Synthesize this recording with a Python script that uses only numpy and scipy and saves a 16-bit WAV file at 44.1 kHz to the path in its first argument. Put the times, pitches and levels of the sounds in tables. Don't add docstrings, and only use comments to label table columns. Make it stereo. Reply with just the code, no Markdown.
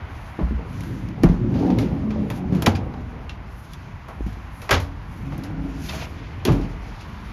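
import sys
import numpy as np
from scipy import signal
from scipy.fft import rfft, irfft, next_fast_len
from scipy.io import wavfile
from scipy.ndimage import uniform_filter1d

SR = 44100
rng = np.random.default_rng(int(sys.argv[2]) if len(sys.argv) > 2 else 0)


def dump_mix(stems):
    frames = np.atleast_2d(stems).T
    limited = np.clip(frames, -1, 1)
    pcm = np.round(limited * 32767).astype(np.int16)
    wavfile.write(sys.argv[1], SR, pcm)


N = 322856
T = np.arange(N) / SR

# (pitch [Hz], width [Hz], struck [dB], first door turning [dB], second door turning [dB])
PANEL_MODES = [(37.6, 23, -10, -24, -19), (59.4, 8.3, -0.5, -4, -21), (73.9, 8.5, -3, -6, -12),
               (94.1, 23, -1, -1.5, 0), (114, 19.6, -9.5, 0.5, -4), (125.5, 27, -2, -0.5, -8),
               (157.1, 19.8, 4.5, 3, 4), (184.7, 15.2, -0.5, 1.5, 3), (213.9, 19, -1.5, -0.5, 0),
               (240.7, 13.1, -1.5, -2, -5), (270.8, 16.7, 5, -3, 2.5), (308.9, 15.6, -3, -7.5, -5.5),
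               (359, 15.5, 1, -9, -19), (422.7, 32, 4.5, -14, -22), (490, 23, -7, -17, -27)]
# (pitch [Hz], width [Hz], level [dB])
UPPER_MODES = [(453.4, 76, 12.5), (547, 95, 4), (647.5, 30, 3.5), (754, 110, 8), (891, 31, -3.5),
               (1100, 68, -13)]


def undb(db):
    return 10 ** (np.asarray(db) / 20)


def unit_rms(x):
    return x / np.sqrt(np.mean(x ** 2))


def over_time(table):
    times_s, *columns = np.transpose(table)
    return [np.interp(T, times_s, column) for column in columns]


def on_log_hz(table, hz):
    knots_hz, *columns = np.transpose(table)
    return [np.interp(np.log(hz), np.log(knots_hz), column) for column in columns]


def band(x, hz, width_hz):
    return signal.lfilter(*signal.iirpeak(hz, hz / width_hz, SR), x)


def wobble(rate_hz):
    hold = int(SR / rate_hz)
    steps = np.repeat(rng.standard_normal(N // hold + 1), hold)
    return unit_rms(uniform_filter1d(uniform_filter1d(steps, hold), hold)[:N])


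def band_noise(hz, width_hz):
    return unit_rms(band(band(rng.standard_normal((2, N)), hz, width_hz), hz, width_hz))


def quadrature(tone):
    return np.array([tone.imag, tone.real])


def retune(hz, blow_hz, detune):
    nearest = np.argmin(abs(np.log(hz / blow_hz)))
    return np.where(hz == hz[nearest], blow_hz, hz * (1 + detune))


def add(out, start_s, piece):
    start = int(start_s * SR)
    out[..., start:start + piece.shape[-1]] += piece[..., :N - start]


def wavering_noise(spectrum, flicker_db):
    low_hz, high_hz = spectrum[0][0], spectrum[-1][0]
    out = 0
    for hz in low_hz * 2 ** np.arange(0, np.log2(high_hz / low_hz), 0.5):
        density_db = on_log_hz(spectrum, hz)[0] + flicker_db * wobble(5)
        out += undb(density_db) * np.sqrt(hz) * band_noise(hz, 0.5 * hz)
    return unit_rms(out)


def traffic():
    # (time [s], rumble [dB], roar [dB])
    levels = [(0.0, -36, -36.5), (1.14, -37, -40), (1.9, -35, -40), (3.79, -38.5, -40.5), (5.6, -36, -39.5),
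              (7.32, -36.5, -38)]
    # (frequency [Hz], density [dB])
    engine_spectrum = [(25, -35), (40, -1), (62, 2), (100, -3), (160, -12), (260, -17.5), (420, -29)]
    tyre_spectrum = [(250, 2), (450, -7.5), (850, 7.5), (1300, 1), (2200, -3), (3300, -21), (5500, -38.5),
                     (9000, -58.5), (15000, -37)]
    rumble_db, roar_db = over_time(levels)
    roar = wavering_noise(tyre_spectrum, flicker_db=1.3)
    rumble = wavering_noise(engine_spectrum, flicker_db=2.4)
    return undb(rumble_db + 2.5) * rumble + undb(roar_db - 4.5) * roar


def rustle(rest_mid_db=-66.5, rest_treble_db=-78.0, flicker_db=2, grain_db=1.0):
    # (peak time [s], rise [s], fall [s], mid near 5 kHz [dB], treble near 11 kHz [dB])
    swishes = [(0.184, 0.15, 0.48, -62.5, -66), (0.82, 0.2, 0.36, -56, -60), (1.62, 0.2, 0.49, -52, -67),
               (2.11, 0.032, 0.24, -53.5, -80), (2.38, 0.16, 0.038, -54, -61), (2.62, 0.17, 0.41, -60, -81),
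               (3.6, 0.14, 0.27, -71, -62.5), (3.73, 0.11, 0.089, -58, -63), (4.15, 0.14, 0.99, -73, -71.5),
               (4.62, 0.24, 0.12, -61, -58.5), (5.12, 0.15, 0.58, -64, -66.5),
               (5.44, 0.44, 0.066, -59, -71), (5.87, 0.17, 0.38, -49, -51.5), (5.95, 0.2, 0.21, -42.5, -48),
               (6.054, 0.55, 0.025, -43.5, -58), (6.17, 0.068, 0.62, -57, -84),
               (6.64, 0.26, 0.057, -55, -79), (7.04, 0.58, 0.94, -55, -71)]
    # (centre [Hz], level [dB], share that follows the treble [0-1])
    hiss_bands = [(1600, 0, 0), (2370, 1.5, 0), (3260, -3.5, 0.02), (4600, -1.5, 0.15), (6230, 0.5, 0.52),
                  (9400, 2.5, 0.93), (11200, -2.5, .99), (14500, -4.5, 0.86)]
    mid_db, treble_db = rest_mid_db, rest_treble_db
    for peak_s, rise_s, fall_s, peak_mid_db, peak_treble_db in swishes:
        times_s = [peak_s - rise_s, peak_s, peak_s + fall_s]
        mid_db = np.maximum(mid_db, np.interp(T, times_s, [rest_mid_db, peak_mid_db, rest_mid_db]))
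        swish_treble_db = np.interp(T, times_s, [rest_treble_db, peak_treble_db, rest_treble_db])
        treble_db = np.maximum(treble_db, swish_treble_db)
    out, common_db = 0, grain_db * wobble(62)
    for hz, colour_db, treble_share in hiss_bands:
        db = mid_db + treble_share * (treble_db - mid_db) + colour_db
        out += undb(db + common_db + flicker_db * wobble(20)) * band_noise(hz, 0.5 * hz)
    return out


def panel_thumps(falloff_db_per_oct=16, nearest_db=5, rise_cycles=0.33):
    # (time [s], peak [dB], spot pitch [Hz], t60 of the nearest mode [s])
    blows = [(0.39, -14.5, 321, 0.12), (0.413, -15.5, 187.6, 0.21), (0.425, -13, 59.4, 0.54),
             (0.47, -21.5, 58, 0.29), (0.51, -17, 215.4, 0.17), (0.544, -20, 63, 0.14),
             (1.2357, -1, 333.7, 0.097), (1.236, -11, 68.4, 0.26), (1.239, -17, 247, 0.11),
             (1.243, -14.5, 42, 0.53), (1.246, 0.5, 172.5, 0.079), (1.264, -16.5, 161, 0.13),
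             (1.297, -7.5, 164.5, 0.15), (1.326, -11, 210, 0.08), (1.65, -9, 270, 0.069),
             (1.702, -13, 237, 0.11), (2.16, -27.5, 579, 0.48), (2.16, -29, 494, 0.3),
             (1.69, -31, 650, 0.14), (2.191, -15, 206.5, 0.4), (2.524, -11, 184, 0.22),
             (2.671, -11.5, 330, 0.17), (2.674, -13, 94.7, 0.32), (2.677, -4, 237, 0.12),
             (2.749, -22, 137, 0.16), (4.083, -33, 666, 0.14), (4.161, -27.5, 71, 0.33),
             (4.203, -21, 55, 0.83), (4.207, -20, 301, 0.045), (4.264, -18, 199.6, 0.11),
             (4.371, -34.5, 220, 0.15), (4.709, -16, 392.5, 0.23), (4.714, -16.5, 91, 0.18),
             (4.734, -14, 78.8, 0.22), (4.737, -21.5, 260.5, 0.28), (4.769, -18, 89.8, 0.52),
             (4.752, -32, 634, 0.12), (5.106, -28, 67, 0.19), (5.934, -27.5, 643, 0.24),
             (6.454, -15, 362, 0.17), (6.467, -14, 268, 0.16), (6.475, -22.5, 635, 0.11),
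             (6.483, -6.5, 328, 0.11), (6.49, -11, 98, 0.15), (6.503, -8, 270, 0.1),
             (6.508, -7.5, 175, 0.13), (6.515, -10, 119.6, 0.13), (6.5, -17, 43.8, 0.84),
             (6.539, -16.5, 280, 0.36), (6.599, -17.5, 283.4, 0.097)]
    modes = [mode[:3] for mode in PANEL_MODES]
    modes += [(hz, width_hz, db - 4) for hz, width_hz, db in UPPER_MODES[1:4]]
    hz, width_hz, mode_db = np.transpose(modes)[:, :, None]
    t, out = T[:SR // 2], np.zeros((2, N))
    draws = rng.uniform(-1.36, 1, (len(blows), 2, len(hz), 1))
    for (start_s, db, spot_hz, t60_s), (detune, phase) in zip(blows, draws):
        tuned_hz = retune(hz, spot_hz, 0.044 * detune)
        nearest = tuned_hz == spot_hz
        gain_db = np.where(nearest, nearest_db, mode_db - falloff_db_per_oct * abs(np.log2(tuned_hz / spot_hz)))
        damping = np.where(nearest, 1, np.sqrt(width_hz / 14))
        onset = 1 - np.exp(-t * hz / rise_cycles)
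        envelope = onset * undb(gain_db - 60 * damping * t / max(t60_s, 0.02))
        ring = np.sum(envelope * np.exp(2j * np.pi * tuned_hz * t + 0.8j * phase), axis=0)
        add(out, start_s, undb(db) * quadrature(ring) / np.max(abs(ring.imag)))
    return out


def crack_and_rattle(blows, crack_t60_s=0.0081, crack_db=4, focus_db=5):
    t, out = T[:SR // 3], 0
    for hz in 500 * 2 ** np.arange(0, 5.1, 0.5):
        envelope = np.zeros(N)
        for start_s, db, pitch_hz, body_db, treble_db, t60_s, rise_s in blows:
            spectrum = [(500, body_db - 3.5), (900, body_db), (3000, -9.5),
                        (6500, -6.5 + 0.28 * treble_db), (11000, treble_db), (16000, treble_db - 12)]
            colour_db, = on_log_hz(spectrum, hz)
            colour_db += focus_db * np.exp(-np.log2(hz / pitch_hz) ** 2 / 0.012)
            crack = undb(crack_db - 60 * t / (crack_t60_s + 6 * rise_s))
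            tail_db = -3 - 0.0774 * db - 14 * (hz / 16000) ** 4
            tail = undb(tail_db - 60 * t / t60_s * (hz / 3000) ** 0.38)
            onset = 1 - np.exp(-t / max(rise_s, 1 / hz))
            add(envelope, start_s, undb(db + colour_db) * onset * (crack + tail))
        out += envelope * band_noise(hz, min(0.63 * hz, 5000))
    return out


def steel_ring(blows, falloff_db_per_oct=18, nearest_db=5, scatter_db=3, damping=1.03):
    # (pitch [Hz], t60 [s], level [dB])
    latch_modes = [(1260, 0.093, 7), (1600, 0.056, 8), (1756, 0.025, 12), (2007, 0.036, 6),
                   (2417, 0.039, 7.5), (2734, 0.1, 0.5), (3050, 0.043, -2.5), (3205, 0.029, 6),
                   (3490, 0.06, 1), (3770, 0.034, 4), (4080, 0.034, 1), (4640, 0.023, 7.5),
                   (5320, 0.041, 0), (6200, 0.033, -7), (7250, 0.02, -12), (7200, 0.043, -9.5)]
    hz, mode_t60_s, mode_db = np.transpose(latch_modes)[:, :, None]
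    t, out = T[:SR // 8], np.zeros((2, N))
    draws = rng.uniform(-0.94, 1, (len(blows), 3, len(hz), 1))
    for (start_s, db, pitch_hz, body_db, _, t60_s, rise_s), (size, detune, phase) in zip(blows, draws):
        tuned_hz = retune(hz, pitch_hz, 0.047 * detune)
        gain_db = mode_db + nearest_db * (tuned_hz == pitch_hz) + scatter_db * size
        gain_db -= falloff_db_per_oct * abs(np.log2(tuned_hz / pitch_hz))
        onset = 1 - np.exp(-t / rise_s)
        envelope = onset * undb(gain_db - 60 * damping * t / np.minimum(mode_t60_s, t60_s))
        ring = np.sum(envelope * np.exp(2j * np.pi * (tuned_hz * t + phase)), axis=0)
        ring_db = 1.3 * db + 0.0331 * body_db
        add(out, start_s, undb(ring_db) * quadrature(ring) / np.max(abs(ring)))
    return out


def latches_and_stays(full_clack_rise_s=0.000089, scrape_rise_s=0.0082):
    # (time [s], level [dB], strongest pitch [Hz], body near 900 Hz [dB], treble [dB], t60 at 3 kHz [s])
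    clacks = [(0.391, -51.5, 2030, 30, -25, 0.21), (0.8063, -29, 2110, -17, -6, 0.086),
              (0.834, -34, 1510, -6, -3, 0.067), (1.087, -36, 5100, -20, -4, 0.013),
              (1.2303, -31, 4660, -17, -12, 0.025), (1.2346, -16.5, 1910, 4, -6.5, 0.05),
              (1.239, -27, 1250, 11, -5, 0.25), (1.288, -34, 2400, -16, -17, 0.7),
              (1.541, -34, 2690, 2, -30, 0.77), (1.702, -26.5, 2020, -11, -24, 0.18),
              (1.786, -19.5, 2144, -12.5, -13, 0.37), (2.106, -30, 2370, 3, -22, 0.12),
              (2.3016, -24.5, 2610, 3, -5, 0.17), (2.524, -36, 2280, 7.5, -13, 0.58),
              (2.549, -32.5, 2480, -15, -9, 0.3), (2.622, -19.5, 3200, 0, 2.5, 0.11),
              (2.661, -10.5, 2390, -9.5, -9, 0.23), (2.663, -16, 5400, -22, -6, 0.062),
              (2.663, -11, 3830, -20, -27, 0.07), (2.666, -18, 1270, 14, -32, 0.078),
              (2.9384, -35.5, 3010, 10.5, -45, 0.041), (3.2939, -24.5, 2730, -15, -30, 0.18),
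              (3.734, -28.5, 3450, -28, -9, 0.097), (4.0835, -40.5, 2160, 13, -2, 0.26),
              (4.264, -41, 2860, -22, -5, 0.89), (4.329, -41, 2200, -13, -12, 0.11),
              (4.617, -31, 2610, 0.5, -5, 0.48), (4.692, -14.5, 1960, 2.5, -27, 0.14),
              (4.708, -26, 4740, -28, 7, 0.05), (4.7091, -9.5, 2100, -10, -3.5, 0.2),
              (4.7118, -6, 1637, -3, -42, 0.13), (4.712, -17, 3100, -10.5, -21, 0.091),
              (4.7275, -9.5, 1980, -11, -37, 0.15), (4.739, -14, 1600, -12, -32, 0.17),
              (4.742, -19, 3240, -19, -37, 0.36), (4.801, -33.5, 2480, -36, 2, 0.33),
              (5.322, -37, 2460, 9.5, -37, 0.18), (5.378, -42, 6000, -18, 5, 0.15),
              (5.436, -30, 5140, -2, -5, 0.22), (5.893, -24, 4650, -30, -35, 0.1),
              (5.894, -21, 2620, -30, -36, 0.11), (6.451, -14, 3395, -16, -5, 0.077),
              (6.452, -22.5, 2770, 0, -7, 0.37), (6.473, -25, 2700, 7.5, -31, 0.19),
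              (6.4862, -28.5, 1270, 6.5, -29, 0.17), (6.503, -45, 2360, -8, -28, 0.16),
              (6.5186, -35, 4760, -17, -4, 0.65), (6.612, -37, 4800, -11, -14, 0.081),
              (7.0096, -31, 2620, -16, -18, 0.25)]
    scrapes = [(2.7498, -27, 4760, -13, -22, 0.12), (2.751, -25, 2430, -17, -22, 0.18),
               (5.886, -24, 3585, -4.5, -44, 0.5), (5.929, -33, 2380, -2.5, -30, 0.42),
               (6.011, -27.5, 2740, -3, -33, 0.2)]
    blows = [(*row, full_clack_rise_s * undb(-0.44 * row[1])) for row in clacks]
    blows += [(*row, scrape_rise_s) for row in scrapes]
    return undb(-12.5) * crack_and_rattle(blows) + undb(2.5) * steel_ring(blows)


def hinge_drag(slips_per_s=700, scatter_db=2.5, waver_db=2.5, second_door_s=4):
    # (time [s], modes under 170 Hz [dB], modes above [dB], upper modes relative to those [dB])
    swings = [
        [(0.6, -38.5, -46.5, 6.5), (0.928, -28.5, -28.5, -40), (1.2, -35, -32.5, -5.5), (1.36, -27.5, -27, -29),
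         (1.55, -26.5, -22, -11), (1.72, -28, -21, -8.5), (1.84, -25, -21, -14.5), (2.06, -27.5, -27, -11),
         (2.28, -30.5, -31, -7.5), (2.46, -29, -29, -15.5), (2.64, -25.5, -24, -8), (3.25, -45.5, -47, -3)],
        [(4.96, -60, -80, -15), (5.2, -38.5, -38, -9), (5.31, -35.5, -35.5, -15.5), (5.67, -35, -34, -8),
         (5.95, -33, -34.5, -22), (6.36, -48, -55, 5.5), (6.62, -26, -28.5, -15), (6.74, -36.5, -43, -3),
         (6.9, -66, -44.5, -6.5)],
    ]
    chance, size, direction = rng.random((3, 2, N))
    slips = (chance < slips_per_s / SR) * undb(-scatter_db * np.log(size + 1e-9))
    slips *= np.sign(direction - 0.5)
    low_db, high_db, upper_db = over_time(swings[0] + swings[1])
    moving, rumble, upper = 0, 0, 0
    for swing in swings:
        start_s, end_s = swing[0][0], swing[-1][0]
        moving += np.interp(T, [start_s - 0.05, start_s, end_s, end_s + 0.11], [0, 1, 1, 0])
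    for hz, width_hz, _, first_db, second_db in PANEL_MODES:
        db = np.where(T < second_door_s, first_db, second_db) + (low_db if hz < 170 else high_db)
        mode = unit_rms(band(band(slips, hz, 0.73 * width_hz), hz, 4 * width_hz))
        rumble += undb(db - 5 + waver_db * wobble(6)) * mode
    for hz, width_hz, db in UPPER_MODES:
        mode = unit_rms(band(band(slips, hz, width_hz), hz, 2 * width_hz))
        upper += undb(db + waver_db * wobble(13)) * mode
    return moving * (rumble + undb(high_db + upper_db) * unit_rms(upper))


def panel_hums(pitch_wander=0.0118, waver_db=0.5):
    # (time [s], length [s], pitch [Hz], level [dB])
    hums = [(1.3, 0.42, 111, -28.5), (2, 0.14, 220, -30), (1.4, 0.16, 222, -31.5), (1.566, 0.22, 320, -28),
            (1.4, 0.16, 130, -25), (1.74, 0.13, 115, -22), (1.88, 0.081, 132, -28),
            (1.95, 0.34, 214, -27.5), (5.2, 0.23, 140, -31), (5.37, 0.21, 278, -36.5),
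            (4.8, 0.17, 282, -42), (5.5, 0.245, 300, -38)]
    warped_s = np.cumsum(1 + pitch_wander * wobble(15)) / SR
    waver = undb(waver_db * wobble(18))
    out = np.zeros((2, N))
    for (start_s, length_s, hz, db), phase in zip(hums, rng.random(len(hums))):
        progress = np.clip((T - start_s) / length_s, 0, 1)
        swell = np.sqrt(np.sin(np.pi * progress).clip(0))
        tone = np.exp(2j * np.pi * (hz * warped_s + phase))
        out += undb(db + 2) * swell * waver * quadrature(tone)
    return out


def mic_ports(sound):
    # (frequency [Hz], left minus right [dB], likeness [0-1], left lead [rad])
    response = [(30, 1.6, .97, 0), (150, 3.8, .96, 0), (300, 4.4, .9, 0), (600, 3, .6, 0), (1100, 1, .4, 0),
                (1700, .5, .3, 0), (2400, 2, .65, 0), (4400, 4.8, .72, .4), (5900, 3.5, .75, 0),
                (7000, 1, .8, -1.6), (7800, 0, .98, -3), (9000, 0, .98, -3.3), (10700, 0, .98, -6.1),
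                (12500, 0, .98, -6.4), (14000, 0, .98, -9.3), (17000, 0, .98, -9.5)]
    size = next_fast_len(N + SR // 10)
    bins_hz = np.maximum(np.arange(size // 2 + 1) * SR / size, 1)
    pan_db, likeness, lead_rad = on_log_hz(response, bins_hz)
    direct, scattered = rfft(sound, size)
    side = np.array([[1], [-1]])
    mix = np.sqrt((1 + likeness) / 2) * direct + side * np.sqrt((1 - likeness) / 2) * scattered
    return irfft(mix * undb(side * pan_db / 2) * np.exp(0.5j * side * lead_rad), size)[:, :N]


def scene():
    # (time [s], left minus right [dB])
    door_pan = [(0.4, 0), (1.2, 0.5), (2.7, 1.5), (4.2, 0), (4.7, 0), (5.5, 0), (6.5, -1)]
    pan_db, = over_time(door_pan)
    doors = mic_ports(latches_and_stays() + panel_thumps() + hinge_drag() + panel_hums())
    return doors * undb(np.array([pan_db, -pan_db]) / 2) + mic_ports(rustle() + traffic())


def record(dry):
    low_cut_hz, top_hz = 28, 16300
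    x = signal.sosfilt(signal.butter(2, low_cut_hz, "high", fs=SR, output="sos"), dry)
    rounded = np.tanh(0.9 * x) / 0.9
    return signal.sosfilt(signal.ellip(12, 0.2, 90, top_hz, fs=SR, output="sos"), rounded)


dry = scene()
out = record(dry)
dump_mix(out)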